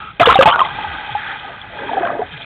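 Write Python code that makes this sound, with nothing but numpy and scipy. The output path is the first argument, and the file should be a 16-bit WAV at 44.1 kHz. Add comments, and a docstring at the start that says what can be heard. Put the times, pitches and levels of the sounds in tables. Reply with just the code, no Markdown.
"""Air pockets ring against a waterproof camera case, dunked as someone jumps into a pool beside it.
Each is a dying sine, the loudest strong enough to overload the microphone amplifier.
Crackling slaps, low thuds and glugs join in; clicks through case resonances and sine swarms fizz as a cloud.
Pitched swarms make the plunge's churn, an arm stroke and a gurgle near the end.
Filtered clicks wash round the case at the start, and filtered noise rumbles throughout."""
import sys
import numpy as np
from scipy import signal
from scipy.fft import rfft, irfft
from scipy.io import wavfile

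SR = 44100
rng = np.random.default_rng(int(sys.argv[2]) if len(sys.argv) > 2 else 0)


def wrap_up_sound(samples):
    """Save the sound to the file named by the first command line argument, as 16-bit audio."""
    columns = np.atleast_2d(samples).T
    # keep every value between -1 and 1, then stretch to whole-number steps
    tamed = np.clip(columns, -1, 1)
    steps = np.round(tamed * 32767).astype(np.int16)
    wavfile.write(sys.argv[1], SR, steps)


N = 108045
TIME = np.arange(N) / SR  # s
HZ = np.fft.rfftfreq(N, 1 / SR)

# Tone of water striking the case, for slaps and pinch-off clicks: (frequency [Hz], gain [dB])
SLAP_COLOUR = [(60, -23.5), (300, 0.5), (700, 9.5), (1300, 11), (1900, 7), (3300, 6), (4200, -0.5)]
# Resonances of the case under water: (frequency [Hz], half-width at half gain [Hz], level [dB])
CASE_MODES = [(841.6, 56, 3), (1250, 55, -0.5), (1571, 88, 2.5), (1975, 63, -2.5), (2540, 27, -6)]
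CASE_FLOOR_DB = -23  # gain added at every frequency beneath the resonances

WAVER, WAVER_HZ = 0.019, 60  # depth (share of pitch) and rate of a bubble's waver
PINCH_CYCLES = 1.07  # cycles a bubble takes to swell
BUBBLE_GLIDE = 0.071  # rise in log pitch over the ring time


def amp(db):
    """Decibels to gain."""
    return 10 ** (np.asarray(db) / 20)


def unit(x):
    """Scales to rms 1."""
    return x / np.sqrt(np.mean(x ** 2) + 1e-20)


def level(points):
    """Gain over time from (s, dB) points."""
    return amp(np.interp(TIME, *np.transpose(points)))


def colour(points, hz=HZ):
    """Gain over frequency from (Hz, dB) points, joined along log frequency."""
    f, db = np.transpose(points)
    return amp(np.interp(np.log(hz + 1), np.log(f), db))


def peaks(modes):
    """Gain over frequency of a set of resonances, summed in power."""
    power = sum(amp(db) ** 2 / (1 + ((HZ - hz) / width) ** 2) ** 2 for hz, width, db in modes)
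    return np.sqrt(power)


def ring(x, gain):
    """Minimum-phase filter with the given gain, so sound follows its cause; output at rms 1."""
    cepstrum = irfft(np.log(np.maximum(gain, 1e-5)), N)
    # Folding the cepstrum forward makes the filter causal
    cepstrum[1:N // 2] *= 2
    cepstrum[N // 2:] = 0
    response = np.exp(rfft(cepstrum))
    return unit(irfft(rfft(x) * response, N))


def pops(per_s, spread_db):
    """Random clicks of either sign and uneven size."""
    size = amp(spread_db * np.minimum(rng.exponential(1, N), 4))
    sign = rng.choice([-1, 1], N)
    return size * sign * (rng.random(N) < per_s / SR)


def flutter():
    """A gain that wanders at random: smoothed noise in decibels."""
    depth_db, corner_hz = 1.5, 35  # rms depth; smoothing frequency
    smooth = np.exp(-(HZ / corner_hz) ** 2)
    wander = irfft(rfft(rng.standard_normal(N)) * smooth, N)
    return amp(depth_db * unit(wander))


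def add(mix, s, sound):
    """Mixes a sound in at time s."""
    part = mix[round(s * SR):][:len(sound)]
    part += sound[:len(part)]


def bubble(hz, t60, attack_cycles, glide):
    """A pocket of air: a dying sine that swells quickly, then glides and wavers as it rings."""
    t = np.arange(0, t60, 1 / SR)
    waver = WAVER * np.sin(2 * np.pi * (WAVER_HZ * t + rng.random()))
    turns = np.cumsum(hz * np.exp(glide * t / t60 + waver)) / SR
    swell = 1 - np.exp(-(turns / attack_cycles) ** 2)
    decay = np.exp(-np.log(1000) * t / t60)  # down 60 dB at t60
    return swell * decay * np.sin(2 * np.pi * turns)


def swarm(pitch_colour, per_s, spread_db, count=36):
    """Many bubbles of random pitch and strength: each pitch rings at its own random clicks."""
    bubble_cycles = 47  # cycles until a bubble has died away
    out = np.zeros(N)
    pitches = np.geomspace(pitch_colour[0][0], pitch_colour[-1][0], count)
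    for hz in pitches * rng.uniform(0.894, 1.041, count):
        one = bubble(hz, bubble_cycles / hz, PINCH_CYCLES, BUBBLE_GLIDE)
        one = one / np.linalg.norm(one)  # equal energy at every pitch
        births = pops(per_s / count, spread_db)
        out += colour(pitch_colour, hz) * signal.oaconvolve(births, one)[:N]
    return unit(out)


def flow():
    """Water washing round the case: clicks through two resonances, over a rumble of filtered noise."""
    # Resonances of the surface wash: (frequency [Hz], half-width at half gain [Hz], level [dB])
    lap_modes = [(1310, 88, -6), (2700, 38, -18.5)]
    # Wash at the surface: (time [s], level [dB])
    lap_level = [(0, -29.5), (.05, -30.5), (.105, -34), (.19, -79)]
    # Tone of the flow rumble: (frequency [Hz], gain [dB])
    rumble_colour = [(15, -7), (40, -4.5), (120, 2), (200, -2), (400, -10.5), (900, -23.5)]
    # Flow rumble: (time [s], level [dB])
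    rumble_level = [(0, -40), (.19, -50), (.5, -38.5), (1.3, -47), (2.0, -41.5), (2.45, -45.5)]
    lap = ring(pops(per_s=4000, spread_db=1.2), peaks(lap_modes))
    rumble = ring(rng.standard_normal(N), colour(rumble_colour))
    return level(lap_level) * lap + level(rumble_level) * rumble


def cloud():
    """Countless tiny bubbles: each case resonance flutters on its own, and the finest tinkle above."""
    # Body of the bubble cloud: (time [s], level [dB])
    body_level = [(0, -31.5), (.11, -44.5), (.14, -43.5), (.19, -43), (.65, -30), (.74, -24), (1.0, -25),
                  (1.22, -28.5), (1.31, -25), (1.39, -32.5), (1.5, -29), (1.7, -36), (1.8, -29),
                  (2.24, -39), (2.27, -38), (2.45, -40)]
    # Finest fizz: (time [s], level [dB])
    fine_level = [(.1, -38.5), (.14, -46.5), (.25, -47.5), (.66, -29.5), (.92, -34), (1.3, -31),
                  (1.55, -42), (1.93, -34), (2.09, -45), (2.25, -43.5), (2.26, -37), (2.45, -31)]
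    # Pitches in the finest fizz: (frequency [Hz], gain [dB])
    fine_colour = [(1800, -13.5), (2480, 3.5), (2850, -29), (3200, 8), (3550, 6), (4200, -10)]
    body = np.zeros(N)
    for hz, width, db in CASE_MODES:
        gain = peaks([(hz, width, 0)]) + amp(CASE_FLOOR_DB)
        body += amp(db) * flutter() * ring(pops(per_s=2200, spread_db=1.8), gain)
    fine = flutter() * swarm(fine_colour, per_s=3000, spread_db=1.7)
    return level(body_level) * unit(body) + level(fine_level) * fine


def churn():
    """Mid-sized bubbles churned up by the plunge: a dense swarm of ringing air pockets."""
    # Churn of the plunge: (time [s], level [dB])
    churn_level = [(.195, -71.5), (.21, -18.5), (.38, -29.5), (.5, -16.5), (.64, -20.5), (.69, -30),
                   (.8, -63)]
    # Pitches in the churn: (frequency [Hz], gain [dB])
    churn_colour = [(350, -23.5), (600, -11), (1050, 4.5), (1350, -1), (1700, -26), (3500, -17.5)]
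    return level(churn_level) * swarm(churn_colour, per_s=1400, spread_db=2)


def slaps():
    """Sheets of water hit the case: bursts of filtered crackle that hold, then die exponentially."""
    # Slaps of water on the case: (start [s], held length [s], level [dB])
    slap_hits = [(0.197, 0.0034, -10), (0.2003, 0.032, -6.5), (0.262, 0.013, -2), (0.283, 0.046, -6),
                 (0.335, 0.044, -18), (0.408, 0.0074, -5), (0.423, .01, 3), (0.457, 0.047, -7.5),
                 (0.536, 0.00067, -11.5), (2.052, 0.0023, -23), (2.068, 0.0061, -23)]
    release_s = 0.0037
    envelope = np.zeros(N)
    for s, length, db in slap_hits:
        release = np.exp(-np.maximum(TIME - s - length, 0) / release_s)
        envelope += amp(db) * (TIME >= s) * release
    return envelope * ring(pops(per_s=4000, spread_db=-1), colour(SLAP_COLOUR))


def near_bubbles():
    """Bubbles click as they pinch off and ring, faint ones swelling more softly, over thuds and glugs."""
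    # Single bubbles close to the case: (start [s], starting pitch [Hz], level [dB], ring time t60 [s])
    single_bubbles = [ (.1985, 634, 2, 0.048), (.199, 2606, 2, 0.017), (.207, 678, 10, 0.066),
                      (.2305, 1295, 9.5, 0.024), (.241, 1655, -13, 0.081), (.241, 3290, -10, 0.026),
                      (.256, 1170, 9, 0.011), (.259, 2990, 7.5, 0.011), (.2655, 3524, 11, 0.011),
                      (.272, 470, 7, 0.058), (.289, 1040, 4, 0.1), (.300, 1302, 13, 0.032),
                      (.310, 1385, -0.5, 0.042), (.326, 1250, 12.5, 0.012), (.342, 1230, -3, 0.028),
                      (.346, 3690, -1.5, 0.036), (.355, 770, 7, .061), (.356, 3580, 6.5, 0.015),
                      (.372, 1108, -6, 0.038), (.381, 2730, -5, 0.014), (.3888, 529.5, 13, 0.081),
                      (.411, 1180, 18, 0.015), (.425, 690, 6.5, 0.019), (.457, 858, 10, 0.1),
                      (.473, 676, 6.5, 0.056), (.475, 1224, 4.5, .03), (.488, 3460, 1, 0.011),
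                      (.494, 1148, -1, 0.037), (.512, 3000, -4, 0.017), (.512, 1145, -9.5, 0.044),
                      (.524, 3140, -7.5, 0.039), (.528, 1397, -6.5, 0.068), (.5402, 1045, 5, 0.011),
                      (.544, 1411, -4.5, 0.091), (.5595, 1196, 15, 0.005), (.593, 3080, -5, 0.016),
                      (.593, 1920, -6.5, .02), (.5925, 1208, 3.5, 0.021), (.604, 1200, 4, 0.029),
                      (.606, 2710, -3.5, 0.0098), (.6145, 1043, 5.5, 0.043), (.649, 2050, -13, 0.025),
                      (.650, 855, -11.5, 0.064), (.786, 859, -7.5, 0.029), (.843, 862, -13, 0.079),
                      (.984, 1500, -16, 0.028), (1.091, 834, -15, 0.043), (1.150, 824, -7, 0.095),
                      (1.445, 799, -17, 0.061), (1.615, 3410, -16.5, 0.023), (1.787, 1630, -17, .04),
                      (1.892, 893, -9.5, 0.046), (1.932, 775, -6.5, 0.041), (1.9685, 760, -5.5, 0.058),
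                      (1.980, 753, -8.5, 0.039), (2.006, 377, -9, 0.047), (2.030, 684, -6, 0.073),
                      (2.050, 1540, -12, 0.061), (2.073, 1180, -5, .015), (2.073, 2380, -14.5, 0.015),
                      (2.102, 1202, -10, .03), (2.191, 436, -8, 0.067), (2.1925, 683, -5.5, 0.017),
                      (2.218, 722, -7.5, 0.061), (2.335, 1620, -22.5, .06), (2.418, 3380, -20.5, .05)]
    # Thuds of large air pockets and moving water: (start [s], starting pitch [Hz], level [dB], t60 [s])
    low_thuds = [(.205, 148, -9.5, 0.086), (.283, 81, -7, 0.12), (.386, 180, 5.5, 0.032),
                 (.455, 199, 4, 0.046), (.72, 38, -34, 0.27)]
    # Slow falling glugs of displaced water: (start [s], starting pitch [Hz], level [dB], t60 [s])
    slow_glugs = [(.710, 165, -20, 0.2), (.845, 112, -17, 0.25), (1.10, 160, -14.5, 0.15),
                  (2.208, 115, -24, 0.24), (2.312, 200, -21.5, 0.2)]
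    soft_db = -14.5  # a bubble this faint takes twice as long to swell
    pinch_db = -32.5  # rms level of the pinch-off clicks
    thud_cycles, glug_cycles = 0.77, 5.1  # cycles to swell
    thud_glide, glug_glide = -0.69, -1.5  # change in log pitch over the ring time
    out, clicks = np.zeros((2, N))
    for s, hz, db, t60 in single_bubbles:
        attack = PINCH_CYCLES * (1 + (min(db, 0) / soft_db) ** 2)
        add(out, s, amp(db) * bubble(hz, t60, attack, BUBBLE_GLIDE))
        add(clicks, s, [amp(db)])
    for s, hz, db, t60 in low_thuds:
        add(out, s, amp(db) * bubble(hz, t60, thud_cycles, thud_glide))
    for s, hz, db, t60 in slow_glugs:
        add(out, s, amp(db) * bubble(hz, t60, glug_cycles, glug_glide))
    return out + amp(pinch_db) * ring(clicks, colour(SLAP_COLOUR))


def stroke():
    """Small bubbles stirred up by the swimmer's arm: a dense swarm of ringing air pockets."""
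    # Arm stroke: (time [s], level [dB])
    stroke_level = [(1.1, -63), (1.19, -28), (1.31, -27.5), (1.42, -40.5)]
    # Pitches in the stroke: (frequency [Hz], gain [dB])
    stroke_colour = [(1080, -10), (1650, 4), (2200, -6)]
    return level(stroke_level) * swarm(stroke_colour, per_s=2500, spread_db=1.5)


def gurgle():
    """Larger bubbles tumble past: a sparser, lower swarm, with snaps ringing the case as they split."""
    # Gurgle: (time [s], level [dB])
    gurgle_level = [(1.41, -54), (1.5, -35.5), (1.6, -64.5), (1.79, -28.5), (1.97, -23), (2.06, -20),
                    (2.13, -24), (2.22, -27.5), (2.27, -44)]
    # Pitches in the gurgle: (frequency [Hz], gain [dB])
    gurgle_colour = [(180, -16), (420, -0.5), (560, 0), (740, 8), (1000, -5), (1400, -13.5), (1600, 3.5),
                     (2300, -25)]
    snap_db = -9  # snaps relative to plops
    snaps = ring(pops(per_s=300, spread_db=3), peaks(CASE_MODES) + amp(CASE_FLOOR_DB))
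    plops = swarm(gurgle_colour, per_s=600, spread_db=1.3)
    return level(gurgle_level) * (plops + amp(snap_db) * snaps)


def scene():
    """All the water sounds at the case, as one channel."""
    surroundings = flow() + cloud()
    plunge = churn() + slaps() + near_bubbles()
    return (surroundings + plunge + stroke() + gurgle())[None]


def record(dry):
    """The amplifier overloads on loud peaks, a narrow voice band follows, and the highest peaks clip again."""
    # Voice band of the microphone: (frequency [Hz], gain [dB])
    band_shape = [(5, -53), (25, -4.5), (50, 2.25), (3300, -1.77), (3800, -9.5), (4300, -18.5), (4500, -29),
                  (4750, -100)]
    overload, knee, ceiling = .745, 6, .705  # amplifier limit, its hardness, clip level
    fade_s, edge_hz = .004, 16000  # fade at both ends; final low-pass
    driven = dry / (1 + np.abs(dry / overload) ** knee) ** (1 / knee)
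    voice_band = irfft(rfft(driven) * colour(band_shape), N)
    clipped = np.clip(voice_band, -ceiling, ceiling)
    from_ends = np.minimum(TIME, TIME[::-1])
    fade = np.sin(np.pi / 2 * np.minimum(from_ends / fade_s, 1)) ** 2
    low_pass = signal.firwin(511, edge_hz, window=("kaiser", 9), fs=SR)
    return signal.oaconvolve(clipped * fade, low_pass[None], "same")


dry = scene()
out = record(dry)
wrap_up_sound(out)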